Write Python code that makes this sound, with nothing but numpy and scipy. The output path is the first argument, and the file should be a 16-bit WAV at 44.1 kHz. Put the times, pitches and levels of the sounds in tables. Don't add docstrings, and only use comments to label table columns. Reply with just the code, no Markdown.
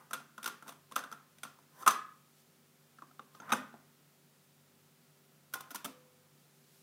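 import sys
import numpy as np
from scipy import signal
from scipy.fft import rfft, irfft
from scipy.io import wavfile

SR = 44100
rng = np.random.default_rng(int(sys.argv[2]) if len(sys.argv) > 2 else 0)


def waveform_to_disk(signal):
    frames = np.transpose(np.atleast_2d(signal))
    scaled = np.clip(frames, -1, 1) * 32767
    samples = np.round(scaled).astype(np.int16)
    wavfile.write(sys.argv[1], SR, samples)


def invert_db(level):
    return 10 ** (np.asarray(level, dtype=float) / 20)


N = 300762


def rms_one(x):
    return x / np.sqrt(np.mean(x ** 2) + 1e-20)


def peak_one(x):
    return x / (np.abs(x).max() + 1e-20)


def at_hz(points, hz):
    f, value = np.array(points).T
    return np.interp(np.log(hz), np.log(f), value)


def band(x, low_hz, high_hz):
    return signal.sosfilt(signal.butter(2, [low_hz, high_hz], "band", fs=SR, output="sos"), x)


def ring(force, hz, t60):
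    r, w = invert_db(-60 / (t60 * SR)), 2 * np.pi * hz / SR
    return signal.lfilter([0, np.sin(w)], [1, -2 * r * np.cos(w), r * r], force + 1e-18)


def body(force, modes, spread_db):
    out = 0
    for k, (hz, db, t60) in enumerate(modes):
        out = out + (-1) ** k * invert_db(db + spread_db[k]) * ring(force, hz, t60)
    return out


def swell(s, rise_s, fall_s, db):
    t = np.arange(N) / SR - s
    return invert_db(db - 20 * np.maximum(-t / max(rise_s, .004), t / max(fall_s, .004)))


# f/Hz, level/dB, T60/s
WELL = [(860, 3, 0.015), (970, -7, 0.04), (1054, 1, 0.055), (1157, -17.5, 0.12), (1260, -2.5, .04),
        (1405.5, -3, 0.011), (1547, -9.5, .03), (1620, -13, 0.025)]
# f/Hz, level/dB, T60/s
SHELL = [(2750, -7.5, .01), (3050, -2, 0.002), (3717, 9, 0.0037), (5331, -15.5, 0.0089),
         (6290, -0.5, 0.022), (8840, -7, 0.031), (9330, -8, 0.042), (14100, 1.5, .03)]
# f/Hz, level/dB, T60/s
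CABINET = [(219.8, -0.5, 0.064), (270, -4, 0.11), (330, -5, .06), (418.3, -4, 0.035), (523, 3.5, 0.014),
           (700, 2.5, 0.039)]
WELL_IN_ROOM = .52


def contacts(rows, modes_share, dull_hz):
    out, length = np.zeros((2, N + SR)), int(.4 * SR)
    t = np.arange(length) / SR
    click = 1. * (t == 0)
    push = np.sin(np.pi * np.clip(t / 0.00086, 0, 1))
    edge_hz = min(dull_hz, .45 * SR)
    even = rms_one(band(click + modes_share * .06 * body(click, SHELL, np.zeros(10)), 2100, edge_hz))
    knock = rms_one(band(band(click, 1000, 1680), 1000, 1680))
    for s, db, hz, bright_db, low_db, chatter_ms in rows:
        ticks = rng.standard_normal(length) * invert_db(2 * np.minimum(rng.exponential(1, length), 4))
        place = 3 * rng.standard_normal((3, 10))
        tau = max(chatter_ms, .3) / 1000
        pulse = t / tau * np.exp(-t / tau)
        force = ticks * pulse

        swing = pulse * np.sin(2 * np.pi * hz * t)
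        well = peak_one(swing) + .5 * peak_one(ring(force, hz, .015))
        well = well + .45 * peak_one(body(force, WELL, place[0]))
        well = peak_one(band(well, 720, 1960))

        shell = peak_one(force) + modes_share * peak_one(body(force, SHELL, place[1]))
        shell = invert_db(bright_db) * peak_one(band(shell, 2100, edge_hz))

        cabinet = invert_db(low_db) * peak_one(body(push, CABINET, place[2] / 2))
        cabinet = cabinet + invert_db(-15.5) * peak_one(band(force, 380, 850))

        direct = cabinet + well + shell
        diffuse = cabinet + WELL_IN_ROOM * well + well.std() * 0.45 * knock + shell.std() * even
        at = int((s - .0015) * SR)
        out[:, at:at + length] += invert_db(db) * np.array([direct, diffuse])
    return out[:, :N]


USUAL_DB = -40
CABINET_LAG = 0.52


def action(rows, cabinet_db, chatter_ms):
    return [(s, db, hz, bright_db, cabinet_db - CABINET_LAG * (db - USUAL_DB), chatter_ms)
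            for s, db, hz, bright_db in rows]


# f/Hz, rms level/dB, waver/dB
HUM = [(96.9, -81, 5), (146.3, -73, 2), (237, -79.5, -1), (390, -81.5, 2), (534, -87.5, 2), (1292, -90, -2),
       (1410, -90, 0)]


def hum():
    t, out = np.arange(N) / SR, np.zeros(N)
    for hz, db, waver_db in HUM:
        knots = rng.standard_normal(60)
        waver = waver_db * np.interp(t, np.linspace(0, t[-1], 60), knots)
        out += np.sqrt(2) * invert_db(db + waver) * np.sin(2 * np.pi * hz * t)
    return out


# f/Hz, density level/dB
FLOOR = [(65, -42), (110, -19), (150, -0.5), (200, -6), (250, -7.5), (330, -11), (590, -14), (1500, -17.5),
         (4000, -20), (12600, -22.5), (15200, -20), (16000, -22.5), (16500, -41.5)]


def hiss():
    hz = np.fft.rfftfreq(N, 1 / SR) + 1
    noise = irfft(rfft(rng.standard_normal(N)) * invert_db(at_hz(FLOOR, hz)), N)
    return invert_db(-68) * rms_one(noise)


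# loudest t/s, rise/s, fall/s (each over 20 dB), well level/dB, shell re well/dB
SLIDES = [
    (0.0, .011, 0.074, -53, -12),
    (0.691, 0.025, 0.03, -46.5, -2),
    (1.0, 0.017, 0.081, -67, -14),
    (1.13, .021, 0.27, -65, -28),
    (1.821, .09, 0.033, -49, -3.5),
    (3.358, 0.084, .12, -65.5, 1.5),
    (3.505, 0.04, 0.04, -40, -17),
    (3.43, 0.046, .45, -57.5, -22),
    (5.557, 0.017, 0.014, -40.5, -5),
    (5.64, 0.069, 0.6, -62, -8),
]


def slides():
    grains = rng.standard_normal(N) * invert_db(2.8 * np.minimum(rng.exponential(1, N), 4))
    well = rms_one(body(grains, WELL, np.zeros(10)))
    well = rms_one(well + .8 * rms_one(band(grains, 970, 1700)))
    shell = .5 * rms_one(body(grains, SHELL, np.zeros(10)))
    shell = rms_one(rms_one(band(grains, 1700, 16000)) + shell)
    out = np.zeros(N)
    for s, rise, fall, db, bright_db in SLIDES:
        out += swell(s, rise, fall, db - 3.5) * (well + invert_db(bright_db) * shell)
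    return out


# f/Hz, T60/s
ROOM_T60 = [(120, .5), (300, .45), (700, .32), (1300, .45), (2000, .43), (4000, .32), (7000, .27),
            (12000, .23)]
# f/Hz, level/dB
ROOM_COLOUR = [(120, 0), (400, -2), (750, -0.5), (1200, -5.5), (1900, -1.5), (3000, -3.5), (6000, -4),
               (15000, -6)]


def room(x, level_db):
    t = np.arange(int(.8 * SR)) / SR
    white = rng.standard_normal((2, len(t)))
    edges = 90 * 2 ** np.arange(0, 7.8, .5)
    tail = np.zeros(len(t))
    for k, (lo, hi) in enumerate(zip(edges, edges[1:])):
        centre = np.sqrt(lo * hi)
        decay_db = at_hz(ROOM_COLOUR, centre) - 60 * t / at_hz(ROOM_T60, centre)
        tail += band(white[k % 2], lo, hi) * invert_db(decay_db)
    tail *= np.clip((t - .004) / 0.003845, 0, 1)
    return invert_db(level_db) * signal.fftconvolve(x, tail / np.sqrt(np.sum(tail ** 2)))[:N]


# t/s, peak level/dB, well f/Hz, shell re peak/dB
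KNOCKS = [(0.11, -36.5, 1300, -6), (0.133, -28.5, 1416, 3.5), (0.141, -36, 1250, 1),
          (0.202, -51.5, 706, -4), (0.38, -37, 1413, -7), (0.385, -48, 1210, -11), (0.43, -46, 1320, 9),
          (0.443, -37, 1450, 4.5), (0.46, -28.5, 1410, 2.5), (0.477, -31.5, 1270, 5),
          (0.625, -44, 1360, -5), (0.662, -51, 910, -23), (0.672, -47, 1400, -6), (0.68, -44, 1400, 6.5),
          (0.692, -40, 1106, 1.5), (0.723, -50.5, 965, 0)]
# t/s, peak level/dB, well f/Hz, shell re peak/dB
GUIDING = [(0.914, -47.5, 980, -4), (0.922, -42, 1090, 0.5), (0.959, -46.5, 1310, 15),
           (0.963, -21.5, 1316, -2), (0.98, -34.5, 1280, -6), (0.991, -35.5, 1470, -2),
           (1.039, -38.5, 1490, -5), (1.116, -42, 1250, -2), (1.126, -36.5, 1350, -3),
           (1.385, -61.5, 1540, 12.5), (1.434, -36, 1410, 5), (1.452, -38.5, 1360, -12),
           (1.589, -53.5, 960, -8)]
# t/s, peak level/dB, well f/Hz, shell re peak/dB
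SEATING = [
    (1.81, -52, 1378, -7),
    (1.826, -41, 1310, -3.5),
    (1.832, -38, 1280, -12.5),
    (1.864, -23.5, 1096, -3.5),
    (1.8675, -18.5, 1305, -5.5),
    (1.8765, -9.5, 1260, -6),
    (1.88, -14, 1260, -1),
    (1.886, -20.5, 1220, -7.5),
    (1.907, -33.5, 1260, 2.5),
    (1.911, -26, 1190, -2.5),
]


def cassette():
    rows = action(KNOCKS, cabinet_db=-15, chatter_ms=2.08) + action(GUIDING, cabinet_db=-15.5, chatter_ms=1.8)
    rows += action(SEATING, cabinet_db=-18.5, chatter_ms=1.536)
    return contacts(rows, 0.29, dull_hz=12670)


# t/s, peak level/dB, f/Hz, T60/s
PINGS = [(0.136, -52, 6400, .06), (0.462, -50, 6300, .06), (0.981, -46, 6270, .05),
         (0.965, -48, 13820, .08), (1.040, -46, 3660, .012), (1.89, -37, 1250, .5), (1.892, -41, 1283, .5),
         (1.895, -42, 1150, .5), (1.907, -36, 6250, .07), (3.195, -48, 3650, .01), (3.402, -49, 6360, .03),
         (3.523, -27, 2520, .03), (3.742, -46, 560, .008), (5.537, -30, 13000, .006),
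         (5.540, -32, 11000, .008), (5.542, -33, 15000, .008), (5.545, -48, 1040, .35)]


def pings():
    out, click = np.zeros(N), np.arange(SR // 2) == 0
    for s, db, hz, t60 in PINGS:
        at = int(s * SR)
        out[at:at + SR // 2] += invert_db(db) * ring(click, hz, t60)
    return out * invert_db(np.array([[0], [-9]]))


# loudest t/s, rise/s, fall/s, level/dB
SLEEVE = [
    (2.406, .16, 0.056, -70),
    (6.4, .12, 1.13, -76.5),
    (6.75, 0.15, .4, -71.5),
]


def sleeve():
    cloth = rms_one(band(rng.standard_normal(N), 2700, 14000))
    return sum(swell(*row) for row in SLEEVE) * cloth


# t/s, peak level/dB, well f/Hz, shell re peak/dB
SWING = [
    (2.987, -48, 1330, -12),
    (3.022, -40, 1207, -15.5),
    (3.112, -54, 1310, -11),
    (3.195, -35.5, 1187, -15.5),
]
# t/s, peak level/dB, well f/Hz, shell re peak/dB
CLOSING = [
    (3.349, -51.5, 1260, -2),
    (3.401, -42.5, 1360, -11.5),
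    (3.419, -48, 920, -8),
    (3.43, -46.5, 1420, -18),
    (3.445, -53, 970, -7),
    (3.481, -46, 1340, -30),
    (3.494, -39.5, 1430, -6.5),
    (3.504, -34.5, 1400, -10.5),
]
# t/s, peak level/dB, well f/Hz, shell re peak/dB
LATCH = [
    (3.521, -20, 1280, -5),
    (3.526, -22, 873, 1.5),
    (3.534, -20, 1490, -7.5),
]
# t/s, peak level/dB, well f/Hz, shell re peak/dB
SETTLE = [
    (3.742, -44, 853, -16),
]


def door():
    rows = action(SWING, cabinet_db=-15, chatter_ms=1.7) + action(CLOSING, cabinet_db=-11.5, chatter_ms=2.9)
    rows += action(SETTLE, cabinet_db=-7, chatter_ms=0.62)
    latch = action(LATCH, cabinet_db=-3, chatter_ms=1.5)
    return contacts(rows, 0.24, dull_hz=6500) + contacts(latch, 0.55, dull_hz=12000)


# t/s, peak level/dB, well f/Hz, shell re peak/dB
FIRST_TAP = [
    (5.528, -58, 1380, 6.6),
    (5.538, -35.5, 1428, 5.8),
    (5.540, -33.5, 1447, 1.3),
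    (5.607, -43.5, 1040, 6),
]
# t/s, peak level/dB, well f/Hz, shell re peak/dB
TAPS = [
    (5.707, -44, 1380, 5.5),
    (5.714, -44.5, 1410, 2.2),
    (5.747, -37.5, 970, 3),
    (5.757, -38.5, 1410, 7.7),
]
# t/s, peak level/dB, well f/Hz, shell re peak/dB
LAST_TAP = [
    (5.846, -41.5, 880, 12.5),
    (5.851, -38.5, 1220, 8),
    (5.858, -36, 1312, 0.5),
    (5.880, -50, 1015, -10),
]


def taps():
    rows = action(FIRST_TAP, cabinet_db=-15, chatter_ms=2.64) + action(TAPS, cabinet_db=-11.5, chatter_ms=2.6)
    rows += action(LAST_TAP, cabinet_db=-4, chatter_ms=2.2)
    return contacts(rows, 0.25, dull_hz=15900)


# f/Hz, level/dB, T60/s
PANEL = (504, -60, 1.7)


def panel():
    hz, db, t60 = PANEL
    t = np.maximum(np.arange(N) / SR - 5.86, 0)
    return invert_db(db - 60 * t / t60) * (1 - np.exp(-t / 0.032)) * np.sin(2 * np.pi * hz * t)


def scene():
    loading = cassette() + slides() + sleeve() + pings()
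    closing = door()
    tapping = taps()
    wet = room(loading[1], -8.5) + room(closing[1], -9.0) + room(tapping[1], -9.5)
    background = hum() + hiss()
    return (loading[0] + closing[0] + tapping[0] + wet + panel() + background)[None]


def band_limit(x):
    return signal.sosfilt(signal.butter(12, 16820, fs=SR, output="sos"), x)


def record(dry):
    heard = signal.sosfilt(signal.butter(4, 115, "high", fs=SR, output="sos"), dry)
    rumble = invert_db(-103) * rms_one(band(rng.standard_normal(N), 12, 85))
    heard = heard - 0.055 * heard ** 2 + rumble
    heard = signal.sosfilt(signal.cheby2(12, 60, 16700, fs=SR, output="sos"), heard)
    return band_limit(heard)


dry = scene()
out = record(dry)
waveform_to_disk(out)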